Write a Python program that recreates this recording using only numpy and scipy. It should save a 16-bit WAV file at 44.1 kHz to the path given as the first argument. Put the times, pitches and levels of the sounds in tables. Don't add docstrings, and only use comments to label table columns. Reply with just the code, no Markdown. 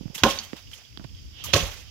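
import sys
import numpy as np
from scipy import signal
from scipy.fft import rfft, irfft
from scipy.io import wavfile
from scipy.ndimage import uniform_filter1d

SR = 44100
rng = np.random.default_rng(int(sys.argv[2]) if len(sys.argv) > 2 else 0)


def bounce(signal):
    frames = np.transpose(np.atleast_2d(signal))
    limited = np.clip(frames, -1, 1)
    pcm = np.round(limited * 32767).astype(np.int16)
    wavfile.write(sys.argv[1], SR, pcm)


def amplitude_ratio(level_db):
    exponent = np.asarray(level_db, float) / 20
    return 10 ** exponent


N = 83790
T = np.arange(N) / SR


def unit(x):
    return x / np.sqrt(np.mean(x ** 2))


def colour(x, points, size=4096):
    hz, db = np.array(points, float).T
    bins_hz = np.maximum(np.arange(size // 2 + 1) * SR / size, 1)
    cepstrum = irfft(np.interp(np.log(bins_hz), np.log(hz), db) * np.log(10) / 20)
    cepstrum[1:size // 2] *= 2
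    cepstrum[size // 2 + 1:] = 0
    response = irfft(np.exp(rfft(cepstrum)))
    if x.ndim > 1:
        response = response[None]
    return signal.fftconvolve(x, response, axes=-1)[..., :x.shape[-1]]


def band(x, hz, wide_hz):
    return signal.lfilter(*signal.iirpeak(hz, hz / wide_hz, SR), x)


def fade(start_s, rise_s, t60_s, hold_s=0.):
    u = T - start_s
    release = np.exp(-np.log(1000) * np.maximum(u - rise_s - hold_s, 0) / t60_s)
    return np.clip(u / rise_s, 0, 1) * release


def walk(rate_hz):
    k = int(SR / rate_hz)
    steps = np.repeat(rng.standard_normal(N // k + 1), k)
    return unit(uniform_filter1d(uniform_filter1d(steps, k), k)[:N])


def pair(make, like_hz):
    low = signal.butter(1, like_hz, fs=SR)
    same = make()
    apart = np.array([make(), make()])
    return signal.lfilter(*low, same) + apart - signal.lfilter(*low, apart)


def grains():
    per_s, spread_db = 7000, 1.5
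    hit = rng.random(N) < per_s / SR
    clicks = hit * rng.standard_normal(N) * amplitude_ratio(spread_db * np.minimum(rng.exponential(size=N), 3.))
    return unit(clicks + 0.46 * rng.standard_normal(N))


# pitch_hz, level_db
GROVE_SPECTRUM = [(300, -12.5), (900, -19), (1800, -17), (3000, -12), (4100, -16.5), (4900, -2.5),
                  (6000, -14), (12000, -17)]


def grove():
    hiss = unit(colour(rng.standard_normal((2, N)), GROVE_SPECTRUM))
    chirp = unit(band(rng.standard_normal((2, N)), 3150, 710)) * amplitude_ratio(-13.5 + 4 * walk(31))
    return amplitude_ratio(-54 + 0.34 * walk(5.5)) * (hiss * amplitude_ratio(0.35 * walk(30)) + chirp)


# start_s, left_level_db, right_level_db
GUSTS = [(0, -58, -41), (.2, -58, -52.5), (.35, -47.5, -50), (.5, -50.5, -52.5), (.61, -56.5, -56.5),
         (0.682, -44.5, -46), (.8, -60, -57), (0.952, -45, -45.5), (1.15, -42.5, -43), (1.3, -47, -48),
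         (1.41, -47, -47), (1.48, -37, -37.5), (1.62, -35.5, -30), (1.72, -42, -44.5), (1.9, -50, -46.5)]
# pitch_hz, level_db
WIND_SPECTRUM = [(18, -12.5), (35, -7), (60, -4), (95, -2.5), (160, -18.5), (300, -23), (600, -47),
                 (1500, -84.5)]


def wind():
    start_s, *levels_db = np.array(GUSTS).T
    ports = []
    for level_db in levels_db:
        rumble = unit(colour(rng.standard_normal(N), WIND_SPECTRUM, size=16384))
        ports.append(rumble * amplitude_ratio(np.interp(T, start_s, level_db) + 2.1 * walk(25.06)))
    return np.array(ports)


# start_s, thump_level_db, thump_hz, click_level_db, click_hz
FINGER_BUMPS = [(.0088, -22, 227, -52, 1200), (0.0323, -32.5, 293, -55, 1500), (0.055, -18, 178, -46, 1210),
                (0.0798, -38, 300, -33, 1500), (0.0988, -26.5, 180, -56, 1210),
                (.1600, -33, 203, -60, 1200), (0.532, -18, 317, -17.5, 1900),
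                (0.9744, -31.5, 340, -23.5, 1310), (0.9970, -32.5, 216, -26, 1000),
                (1.012, -32, 222, -51, 812), (1.044, -30, 453, -45, 2600), (1.0479, -24.5, 150, -25, 900)]
# start_s, level_db, pitch_hz, width_hz, t60_s
FINGER_RUBS = [
    (.0100, -47.5, 500, 500, 0.13),
    (0.057, -48.5, 493, 500, 0.16),
    (0.099, -50.5, 390, 500, 0.41),
    (0.532, -34, 295, 410, 0.099),
    (.9741, -22.5, 3080, 1000, 0.0069),
    (.9960, -39, 280, 200, .04),
    (0.533, -29, 900, 1200, 0.0093),
    (0.999, -48.5, 693, 900, 0.15),
    (1.0418, -36.5, 1170, 2460, 0.035),
    (1.045, -46, 1500, 2500, 0.017),
]


def bumps():
    sag, cycles, left_db = 0.45, 4.95, -43
    out, skin = np.zeros(N), rng.standard_normal(N)
    for start_s, db, hz, click_db, click_hz in FINGER_BUMPS:
        u = np.maximum(T - start_s, 0)
        turns = np.log1p(sag * hz * u / 2) * 2 / sag
        soft_start = np.sin(np.pi / 2 * np.clip(u * hz / 0.49, 0, 1)) ** 2
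        envelope = soft_start * fade(start_s, 1 / SR, cycles / hz, 0.75 / hz)
        out -= amplitude_ratio(db) * envelope * np.sin(2 * np.pi * turns)
        out -= amplitude_ratio(click_db) * fade(start_s, 0.00015, 0.0012) * np.sin(2 * np.pi * click_hz * u)
    for start_s, db, hz, wide_hz, t60_s in FINGER_RUBS:
        friction = unit(band(band(skin, hz, wide_hz), hz, wide_hz))
        out += amplitude_ratio(db) * fade(start_s, 0.00016, t60_s) * friction
    return out * amplitude_ratio([[left_db], [0]])


# start_s, level_db
BLADE_SWISH = [
    (1.28, -75),
    (1.34, -50),
    (1.41, -38.5),
    (1.45, -38),
    (1.50, -33.5),
    (1.533, -37),
    (1.56, -49),
]


def swish():
    hz, wide_hz = 3150, 900
    air = band(rng.standard_normal((2, N)), hz, wide_hz)
    low_air = unit(band(rng.standard_normal((2, N)), 640, 2570))
    air = unit(band(air, hz, 2 * wide_hz)) + amplitude_ratio(-6) * low_air
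    level_db = np.interp(T, *np.array(BLADE_SWISH).T, left=-150, right=-150)
    return air * amplitude_ratio(level_db + 1.3 * walk(49.7) + np.array([[-11.5], [-9]]))


# start_s, level_db, rise_s, t60_s, tilt_db_per_octave
LEAF_SHAKES = [(0.1425, -34, 0.011, 0.17, 3), (0.174, -40, 0.0051, 0.45, -2.5),
               (.240, -28, 0.0043, 0.64, -1.5), (0.297, -30, 0.007, 0.14, 0.6),
               (0.33, -46, 0.0021, 0.16, 2), (0.427, -43.5, 0.0072, 0.14, 2.5),
               (0.559, -44.5, 0.0092, 0.24, -2), (.712, -46.5, 0.0025, 0.18, -0.5),
               (0.73, -48, 0.006, 0.4, 0.5), (.76, -55.5, 0.031, 0.28, -4), (.846, -65, 0.004, 0.15, -1),
               (1.45, -42.5, 0.017, 0.85, -1), (1.4385, -44.5, 0.0015, 0.13, 13.5),
               (1.543, -23, 0.02, 0.4, -2), (1.61, -38.5, 0.015, 0.56, -3), (1.701, -42, 0.018, 0.45, -1),
               (1.788, -49.5, 0.021, 0.13, 1.5)]
# pitch_hz, level_db
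LEAF_SPECTRUM = [(150, -23.5), (600, -7.5), (1500, -5.5), (2300, -3), (3200, -2), (6500, -4.5), (9000, -2),
                 (16000, -5.5)]


def leaves():
    dry, out = unit(colour(pair(grains, 1500), LEAF_SPECTRUM)), 0
    start_s, level_db, rise_s, t60_s, tilt_db = np.array(LEAF_SHAKES).T
    shapes = np.array([fade(*shake) ** 2 for shake in zip(start_s, rise_s, t60_s)])
    for octave in np.arange(-4, 2.4, .4):
        hz = 3500 * 2 ** octave
        power = amplitude_ratio(level_db + octave * tilt_db) ** 2 @ shapes
        out = out + band(dry, hz, hz * 0.32) * np.sqrt(power) * amplitude_ratio(3.5 * walk(90))
    return out * amplitude_ratio(-3.5)


# start_s, level_db, pitch_hz, t60_s
SOIL_THUDS = [
    (0.22, -31, 86.7, 0.17),
    (1.5375, -21, 94, 0.08),
    (1.614, -28, 53, 0.13),
    (1.605, -33.5, 160, 0.11),
]


def thuds():
    out = 0
    for start_s, db, hz, t60_s in SOIL_THUDS:
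        out = out + amplitude_ratio(db) * fade(start_s, 0.0025, t60_s, .012) * np.sin(2 * np.pi * hz * (T - start_s))
    return out


# start_s, level_db, pitch_hz,
# t60_s
TWIG_SNAPS = [(.1800, -35.5, 3330, 0.038), (.2354, -10, 2495, 0.02), (.2700, -30, 3260, 0.023),
              (.2810, -30.5, 3100, .03), (.3005, -31, 4950, 0.025), (.3082, -31, 3150, 0.051),
              (.3084, -27.5, 5910, 0.018), (.3320, -36, 3460, 0.027), (.3330, -32, 5520, .03),
              (0.3745, -34, 3800, 0.018), (.3876, -24.5, 4534, 0.034), (.3880, -29.5, 6080, 0.031),
              (.3900, -37.5, 3000, 0.013), (.3960, -32, 4410, 0.024), (.4340, -43, 3150, 0.053),
              (.6720, -50, 2920, 0.047), (.7328, -35.5, 3104, 0.031), (.8505, -48, 3280, 0.031),
              (.9260, -53.5, 2590, 0.024), (1.0930, -54, 3290, .03), (1.1480, -52, 3300, 0.017),
              (1.2620, -53, 3300, 0.021), (1.4408, -40, 1218, 0.12), (1.4530, -45.5, 973, 0.12),
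              (1.487, -40, 548, 0.084), (1.5360, -22, 3370, 0.04), (1.5360, -23.5, 2600, 0.034),
              (1.5653, -29, 2500, .04)]


def snaps():
    out, scrape = 0, rng.standard_normal(N)
    for start_s, db, hz, t60_s in TWIG_SNAPS:
        struck = np.sin(2 * np.pi * hz * (T - start_s)) * 0.98
        scraped = 0.6 * min(hz / 3000, 1) * unit(band(scrape, hz, hz * 0.12))
        out = out + amplitude_ratio(db) * fade(start_s, 0.00029, t60_s) * (struck + scraped)
    return out


# start_s, level_db, pitch_hz, t60_s
CHAMBER_RINGS = [(.2345, -14.5, 1022, .035), (.2350, -15.5, 1651, .045), (.2350, -22, 1434, 0.028),
                 (.2400, -21.5, 790, .05), (.2380, -18, 236.4, 0.062), (0.249, -17, 428, 0.055),
                 (.2490, -15, 1045, 0.054), (0.258, -16, 552, 0.075), (.2630, -19.5, 762, 0.045),
                 (.2940, -34, 555, 0.11), (1.5355, -21.5, 1287, 0.038), (1.5450, -22, 1093, .06),
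                 (1.547, -27, 344, 0.054), (1.5575, -18, 571, .08), (1.5620, -26, 456, 0.077),
                 (1.5730, -29, 1092, 0.1), (1.5920, -31.5, 571, 0.096), (1.6330, -33.5, 530, 0.041)]


def rings():
    out = 0
    for start_s, db, hz, t60_s in CHAMBER_RINGS:
        out = out + amplitude_ratio(db) * fade(start_s, .003, t60_s) * np.sin(2 * np.pi * hz * (T - start_s))
    return out * amplitude_ratio([[1], [0]])


# pitch_hz, level_db, t60_s
FIRST_MODES = [(250, -23, 0.056), (318, -7, 0.13), (414.5, -10, 0.046), (536, -10.5, 0.088),
               (627, -8, 0.037), (799.5, -1, 0.051), (943, -12.5, 0.088), (990, -9.5, 0.063),
               (1031, -8, 0.06), (1085, 1, 0.094), (1273, -3, 0.046), (1446, -1.5, 0.027),
               (1618, -10, 0.048)]
# pitch_hz, level_db, t60_s
SECOND_MODES = [(163.5, -8, 0.12), (291.5, -9, 0.071), (403.6, -11, .07), (459, -9, .06),
                (561, -3.5, 0.063), (707, -4, 0.039), (958, -7, 0.076), (1080, -7.5, .06), (1291, 0, 0.056),
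                (1440, -17, 0.02)]
# start_s, level_db, contact_ms
FIRST_KNOCKS = [
    (0.2357, -19.5, 0.2),
    (0.243, -25.5, 0.92),
    (.2500, -21.5, 0.63),
    (.2610, -23, 0.57),
    (0.271, -27, .55),
    (.2810, -30.5, 0.38),
]
# start_s, level_db, contact_ms
SECOND_KNOCKS = [
    (1.5349, -24, 0.33),
    (1.541, -36, 0.36),
    (1.5540, -27, 0.62),
    (1.562, -22.5, 0.99),
    (1.581, -37, 0.31),
]


def culm(modes, knocks):
    rattle_db, rattle_t60_s, ring_max_s = -18.5, 0.037, .09
    out, u = np.zeros(N), T[:SR // 5]
    mixes, rattles = rng.standard_normal((8, 14)), rng.standard_normal((8, 1500))
    for (start_s, db, contact_ms), mix, rattle in zip(knocks, mixes, rattles):
        ring = 0
        for (hz, mode_db, t60_s), shift in zip(modes, mix):
            decay = np.exp(-np.log(1000) * u / min(t60_s, ring_max_s))
            ring = ring + amplitude_ratio(mode_db + 3.07 * shift) * np.sin(2 * np.pi * hz * u) * decay
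        drive = amplitude_ratio(rattle_db) * rattle * np.exp(-np.log(1000) * u[:len(rattle)] / rattle_t60_s)
        drive[0] = contact_ms < .35
        push = np.hanning(int(contact_ms * SR / 1000) + 3)
        force = np.convolve(drive, push / push.sum())
        i = int(start_s * SR)
        out[i:i + len(u)] += amplitude_ratio(db) * signal.fftconvolve(ring, force)[:len(u)]
    return out


# start_s, level_db, rise_s, hold_s, pitch_hz
BLADE_BLOWS = [
    (0.2349, -15.5, .0003, 0.0039, 3365),
    (1.531, -17, 0.0063, 0.007, 4320),
]


def cracks():
    out = 0
    for start_s, db, rise_s, hold_s, hz in BLADE_BLOWS:
        spikes = pair(grains, 2400)
        burst = unit(band(spikes, hz, hz * 0.69)) + amplitude_ratio(-6) * unit(spikes)
        out = out + amplitude_ratio(db) * fade(start_s, rise_s, 0.023, hold_s) * burst
    return out


# pitch_hz, level_db
PORT_RESPONSE = [(100, 4.5), (6500, 0), (7300, 1.5), (8400, -9.5), (9800, -8), (12000, -0.5), (15500, -4)]
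# pitch_hz, level_db
RIGHT_RESPONSE = [(100, 2.5), (1300, 4), (2400, 8.5), (3200, 11.5), (4500, 6), (6200, 11), (7300, 2),
                  (16000, -1)]


def scene():
    blow = culm(FIRST_MODES, FIRST_KNOCKS) + culm(SECOND_MODES, SECOND_KNOCKS)
    blow = blow + snaps() + rings() + cracks()
    echo = pair(grains, 90) * fade(0.0019, 0.0086, 0.39)
    echo = echo / np.sqrt(np.mean(np.sum(echo ** 2, 1)))
    scattered = signal.fftconvolve(blow, echo, axes=1)[:, :N]
    air = blow + amplitude_ratio(-12.5) * scattered + thuds() + leaves() + swish() + grove()
    left, right = colour(air, PORT_RESPONSE)
    right = np.roll(colour(right, RIGHT_RESPONSE), shift=2)
    return np.array([left, right]) * amplitude_ratio(-3.5) + bumps() + wind()


def low_pass(x):
    return signal.sosfilt(signal.butter(12, 16600, fs=SR, output="sos"), x)


def record(dry):
    x = signal.sosfilt(signal.ellip(8, .2, 45, 15750, fs=SR, output="sos"), dry)
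    x = signal.sosfilt(signal.butter(6, 38, "high", fs=SR, output="sos"), x)
    return low_pass(np.clip(x, -1, 1))


dry = scene()
out = record(dry)
bounce(out)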